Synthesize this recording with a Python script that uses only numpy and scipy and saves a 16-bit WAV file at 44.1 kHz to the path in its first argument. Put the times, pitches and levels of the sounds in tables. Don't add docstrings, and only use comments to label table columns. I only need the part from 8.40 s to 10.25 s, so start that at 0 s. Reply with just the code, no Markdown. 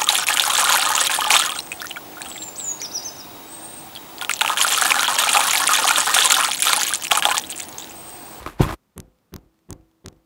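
import sys
import numpy as np
from scipy import signal
from scipy.fft import rfft, irfft
from scipy.io import wavfile

SR = 44100
rng = np.random.default_rng(int(sys.argv[2]) if len(sys.argv) > 2 else 0)


def transcribe(u):
    v = np.clip(np.atleast_2d(u).T, -1, 1)
    q = np.round(v * 32767).astype(np.int16)
    wavfile.write(sys.argv[1], SR, q)


def attenuation_scalar(level_db):
    decades = np.asarray(level_db, float) / 20
    return 10 ** decades


N = 81585


def evened(x):
    return x / np.sqrt(np.mean(x ** 2) + 1e-20)


def add(mix, s, sound):
    part = mix[max(round(s * SR), 0):][:len(sound)]
    part += sound[:len(part)]


def seconds(length_s):
    return np.arange(0, length_s, 1 / SR)


def coloured(x, points):
    point_hz, level_db = np.transpose(points)
    hz = np.fft.rfftfreq(len(x), 1 / SR)
    gain_db = np.interp(np.log(hz + 1), np.log(point_hz + 1), level_db)
    return irfft(rfft(x) * attenuation_scalar(gain_db), len(x))


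def band(x, lo_hz, hi_hz):
    return evened(signal.sosfilt(signal.butter(2, [lo_hz, hi_hz], "band", fs=SR, output="sos"), x))


def rings(modes, length_s):
    t = seconds(length_s)
    return sum(attenuation_scalar(db - 60 * t / t60) * np.sin(2 * np.pi * hz * t) for hz, db, t60 in modes)


def pushes(rows):
    force = np.zeros(N)
    for s, db, contact_ms in rows:
        bump = np.hanning(max(round(contact_ms * SR / 1000), 4))
        add(force, s, -attenuation_scalar(db) * bump / bump.sum())
    return force


def puff(colour, t60_s):
    t = seconds(.03)
    x = coloured(rng.standard_normal(len(t)), colour) * attenuation_scalar(-60 * t / t60_s)
    return x / abs(x).max()


# start_s, strength_db
TAPS = [(0.579, -28.5), (.9397, -28), (1.3062, -28), (1.6606, -29.5)]


def taps():
    out = thuds(TAPS)
    for k, (s, db) in enumerate(TAPS):
        add(out, s, vessel(k))
        add(out, s - .02, attenuation_scalar(db) * slump())
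        add_scuffs(out, s, db)
    add_ticks(out)
    add_settling(out)
    return out


# offset_s, level_db (relative to the tap), contact_ms
BAG_CONTACTS = [(-.019, -17.5, 2.4), (-.0135, -13, 1.95), (-.0075, -9, 2.1), (-.0026, -1, 2.64),
                (.0078, -7.5, 3.3), (.018, -5, 2.6), (.029, -15.5, 2.6)]
# start_s, level_db, contact_ms
BOUNCES = [(.626, -44.5, 2.6), (0.646, -45, 2.6), (0.679, -47, 2.6), (0.984, -43, 2.5), (1.034, -48.5, 2.4),
           (1.059, -49.5, 2.4), (1.359, -42, 2.4), (1.398, -43.5, 3.6), (1.43, -50, 4),
           (1.725, -45.5, 2.14), (1.765, -49, 4)]
# start_s, level_db
LIFTS = [(0.594, -30.5), (0.955, -30.5), (1.3198, -30.5), (1.6752, -37.5)]


def thuds(tap_rows):
    contacts = [(s + offset_s, db + level_db, contact_ms)
                for s, db in tap_rows for offset_s, level_db, contact_ms in BAG_CONTACTS]
    force = pushes(contacts + BOUNCES)
    force -= pushes([(s, db, 2.58) for s, db in LIFTS])
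    return counter(force, "tap")


# pitch_hz, tap_db (where the taps land), knock_db (where the heavy knock lands), t60_s
COUNTER_MODES = [(54, -8.5, -19, .24), (90, -2, -23.5, 0.037), (137, -23, 0, 0.029), (150, -7, -9, 0.079),
                 (212, -6.5, -4, 0.049), (299, 0, -2, 0.037), (369, -2.5, -4, .05), (515, -10.5, -11, .05),
                 (735, -1.5, -10, .03), (1080, -8, -13, .04)]


def counter(force, place):
    modes = [(hz, tap_db if place == "tap" else knock_db, t60)
             for hz, tap_db, knock_db, t60 in COUNTER_MODES]
    return signal.fftconvolve(force, rings(modes, .5))[:N]


# start_s, level_db (energy), tilt_db_per_octave, notch_hz
TICKS = [(.5791, -11, -2, 5110), (.6021, -14.5, 2, 16500), (.9397, -13, -1, 8200), (.9628, -15, -0.5, 9470),
         (1.3055, -11.5, -1, 4340), (1.3286, -15, 0.5, 12000), (1.6608, -12.5, 0, 12300),
         (1.684, -16, -0.3, 12200)]


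def add_ticks(mix):
    for k, (s, db, tilt_db, notch_hz) in enumerate(TICKS):
        polarity = -1 if k % 2 == 0 else 1
        add(mix, s, polarity * attenuation_scalar(db) * tick(tilt_db, notch_hz))


# pitch_hz, level_db, t60_s
TICK_MODES = [(1100, -14.5, 0.0053), (2057, -12.5, 0.0026), (3330, -3.5, 0.0016), (4540, -0.5, 0.0013),
              (6320, -1.5, 0.0024), (8600, -2.5, 0.00154), (11040, -2.5, 0.0019), (13200, -5.5, 0.0012),
              (14800, -5.5, 0.002)]


def tick(tilt_db, notch_hz):
    t = seconds(.03)
    hit = np.zeros(len(t))
    for k, (hz, db, t60) in enumerate(TICK_MODES):
        level_change, pitch_change = rng.standard_normal(2)
        level_db = db + level_change + tilt_db * np.log2(hz / 6000)
        hit += (-1) ** k * rings([(hz * (1 + 0.033 * pitch_change), level_db, t60)], .03)
    hit *= np.minimum(t / 0.00009, 1)
    echo = attenuation_scalar(-2.5) * np.exp(-1j * np.pi * np.fft.rfftfreq(len(t), 1 / SR) / notch_hz)
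    hit = irfft(rfft(hit) * (1 + echo), len(t))
    return hit / np.linalg.norm(hit) + attenuation_scalar(-32.5) * foil_scuff(0.013)


def slump():
    t = seconds(.5)
    low, mid, loose = rng.standard_normal((3, len(t)))
    rise = np.minimum(t / 0.011, 1)
    scrunch = rise * attenuation_scalar(-15 - 60 * t / 0.35) * band(low, 53, 461)
    wash = rise * attenuation_scalar(-35 - 60 * t / 0.48) * band(mid, 360, 1400)
    down = np.sin(np.pi * np.minimum(t / 0.071, 1)) ** 2
    return scrunch + wash + down * attenuation_scalar(-27) * band(loose, 780, 1130)


# pitch_hz, t60_s, then tap_1_db, tap_2_db, tap_3_db, tap_4_db
VESSEL_MODES = [(170, 1.13, -64.5, -65.5, -66, -62.5), (325, 1.24, -70.5, -56, -54, -57.5),
                (511, 0.65, -56, -62, -58, -56.5), (726, 0.54, -68, -69, -60, -64)]


def vessel(k):
    ring = rings([(hz, levels_db[k], t60) for hz, t60, *levels_db in VESSEL_MODES], 1.2)
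    return ring * np.minimum(seconds(1.2)[:len(ring)] / 0.037, 1)


# offset_s, level_db (peak, relative to the tap)
SCUFFS = [(-.015, -20), (-.011, -23), (.004, -25), (0.013, -20.5), (0.014, -29), (.026, -29)]


def add_scuffs(mix, s, tap_db):
    for offset_s, level_db in SCUFFS:
        add(mix, s + offset_s, attenuation_scalar(tap_db + level_db) * foil_scuff(0.016))


# freq_hz, level_db
SCUFF_COLOUR = [(500, -5), (1200, 7), (3500, 0), (4500, -22), (10000, -20), (16000, -26)]


def foil_scuff(t60_s):
    return puff(SCUFF_COLOUR, t60_s)


# start_s, level_db (peak)
SETTLING = [(.434, -57.5), (0.787, -56), (.985, -47.5), (1.049, -57), (1.143, -59.5), (1.19, -56),
            (1.41, -55.5), (1.513, -56.5), (1.728, -46), (1.764, -56)]


def add_settling(mix):
    for s, db in SETTLING:
        add(mix, s, attenuation_scalar(db) * foil_crack(0.016))


# freq_hz, level_db
CRACK_COLOUR = [(500, 5.5), (1500, -3), (3500, -5.5), (6000, -10), (12000, -17.5), (16000, -15)]


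def foil_crack(t60_s):
    return puff(CRACK_COLOUR, t60_s)


# start_s, level_db, contact_ms
KNOCK_CONTACTS = [(.063, -28, 3.2), (.199, -19, 1.7), (.2053, -4.5, 1.7), (.2115, -19, 3.4), (.228, -12, 5),
                  (.243, -22.5, 4), (.263, -20, 3.4), (.283, -32.5, 1.9), (.3, -24.5, 4.4),
                  (.325, -33, 2.6)]


def knock():
    out = counter(pushes(KNOCK_CONTACTS), "knock")
    add_squeak(out)
    add_raps(out)
    add_snaps(out)
    return out


# start_s, level_db, pitch_hz
RAPS = [(.001, -33.5, 980), (.02, -29.5, 584), (.028, -34, 1200), (.062, -16, 1250), (0.074, -24.5, 1100),
        (0.086, -29, 1260), (.098, -30.5, 1030), (0.1947, -23.5, 900), (.2, -19.5, 600), (.208, -14, 760),
        (.217, -19.5, 900), (.226, -26.5, 970), (.232, -19.5, 1000), (0.243, -21.5, 850), (0.25, -20, 1058),
        (.278, -23.5, 1260), (0.2902, -17, 1100), (.299, -22, 1500), (0.308, -23.5, 1020),
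        (.325, -21.5, 900), (0.337, -23.5, 1234)]
# pitch_hz, level_db, t60_s
RAP_BODY = [(317, -7, 0.045), (629, -10.5, .03), (1043, -7, .04), (1210, -11.5, 0.038),
            (1917, -18.5, 0.017), (2470, -17, 0.015)]


def add_raps(mix):
    body = rings(RAP_BODY, .1)
    for s, db, hz in RAPS:
        overtone_hz = hz * rng.uniform(1.1, 2.5)
        own = rings([(hz, 0, 0.021), (overtone_hz, -8, .012)], .1)
        rise = np.minimum(np.arange(len(own)) / SR / .0008, 1)
        add(mix, s, attenuation_scalar(db) * rise * (own + rng.choice([-1, 1]) * body))
        add(mix, s, attenuation_scalar(db - 10.5) * foil_crack(0.016))


# start_s, level_db (peak)
SNAPS = [(.0275, -31), (.075, -27), (.2165, -16), (.2905, -23.5), (.2985, -25.5)]


def add_snaps(mix):
    for s, db in SNAPS:
        add(mix, s, attenuation_scalar(db) * foil_crack(0.032))


# start_s, level_db, pitch_hz, length_s
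SQUEAK = (.231, -24, 3390, .007)


def add_squeak(mix):
    s, db, hz, length_s = SQUEAK
    t = seconds(length_s)
    add(mix, s, attenuation_scalar(db) * np.hanning(len(t)) * np.sin(2 * np.pi * hz * t))


# start_s, mid_db, treble_db, bass_db (last two relative to mid_db; all before band trims)
RUSTLE = [(0.0, -42, -4, 5.5), (0.022, -51.5, -0.5, 10), (0.028, -41.5, -8, 2.5), (0.059, -53.5, 1, 13),
          (0.063, -41, -3, 13), (0.11, -49.5, -1.5, 9), (0.178, -62.5, -3, 15.5), (0.194, -41.5, -10.5, 2),
          (0.206, -37, -14, 17), (0.22, -28.5, -3.5, 5), (0.272, -40, -5, 9.5), (0.298, -39, -6, 12),
          (0.328, -39, -1, 12), (0.345, -44.5, -0.5, 9.5)]
# start_s, level_db
SHAKING = [(0, -33.5), (.06, -47), (.1, -44), (.15, -48.5), (.185, -49.5), (.2, -35), (.225, -29),
           (.26, -33), (.3, -32), (.345, -41.5)]


def rustle():
    t = np.arange(N) / SR
    s, mid_db, treble_db, bass_db = np.transpose(RUSTLE)
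    bursts = rng.random(N) < 6000 / SR
    swell = .5 + signal.lfilter([1], [1, -.97], bursts)
    mid, treble, bass, shake = rng.standard_normal((4, N)) * swell

    def level(db):
        return attenuation_scalar(np.interp(t, s, db))

    out = level(mid_db - 6) * band(mid, 1500, 4400)
    out += level(mid_db + treble_db - 3.5) * band(treble, 5600, 14000)
    out += level(mid_db + bass_db - 5.5) * band(bass, 130, 1500)
    return out + attenuation_scalar(np.interp(t, *np.transpose(SHAKING))) * band(shake, 38, 70)


# freq_hz, level_db
FLOOR_COLOUR = [(15, -34.5), (25, -5), (202, 0.5), (470, -7.5), (584, -9), (787, -10.5), (1220, -10.5),
                (1550, -16.5), (12600, -26.5), (15200, -19.5), (16500, -42.5)]


def floor():
    return attenuation_scalar(-68.5) * evened(coloured(rng.standard_normal(N), FLOOR_COLOUR))


def scene():
    cut = np.clip((np.arange(N) / SR - 0.3442) / 0.025, 0, 1)
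    loud_passage = (knock() + rustle()) * attenuation_scalar(-45 * cut) * (cut < 1)
    return (taps() + loud_passage + floor())[None]


def top_cut(x):
    return signal.sosfilt(signal.butter(12, 16840, fs=SR, output="sos"), x)


def record(dry):
    thin = signal.sosfilt(signal.butter(3, 42.8, "high", fs=SR, output="sos"), dry)
    treble_limit = signal.firwin(63, 15900, window=("kaiser", 6), fs=SR)
    limited = signal.oaconvolve(thin, treble_limit[None], "same")
    return top_cut(np.clip(limited, -.99, .99))


dry = scene()
out = record(dry)
transcribe(out)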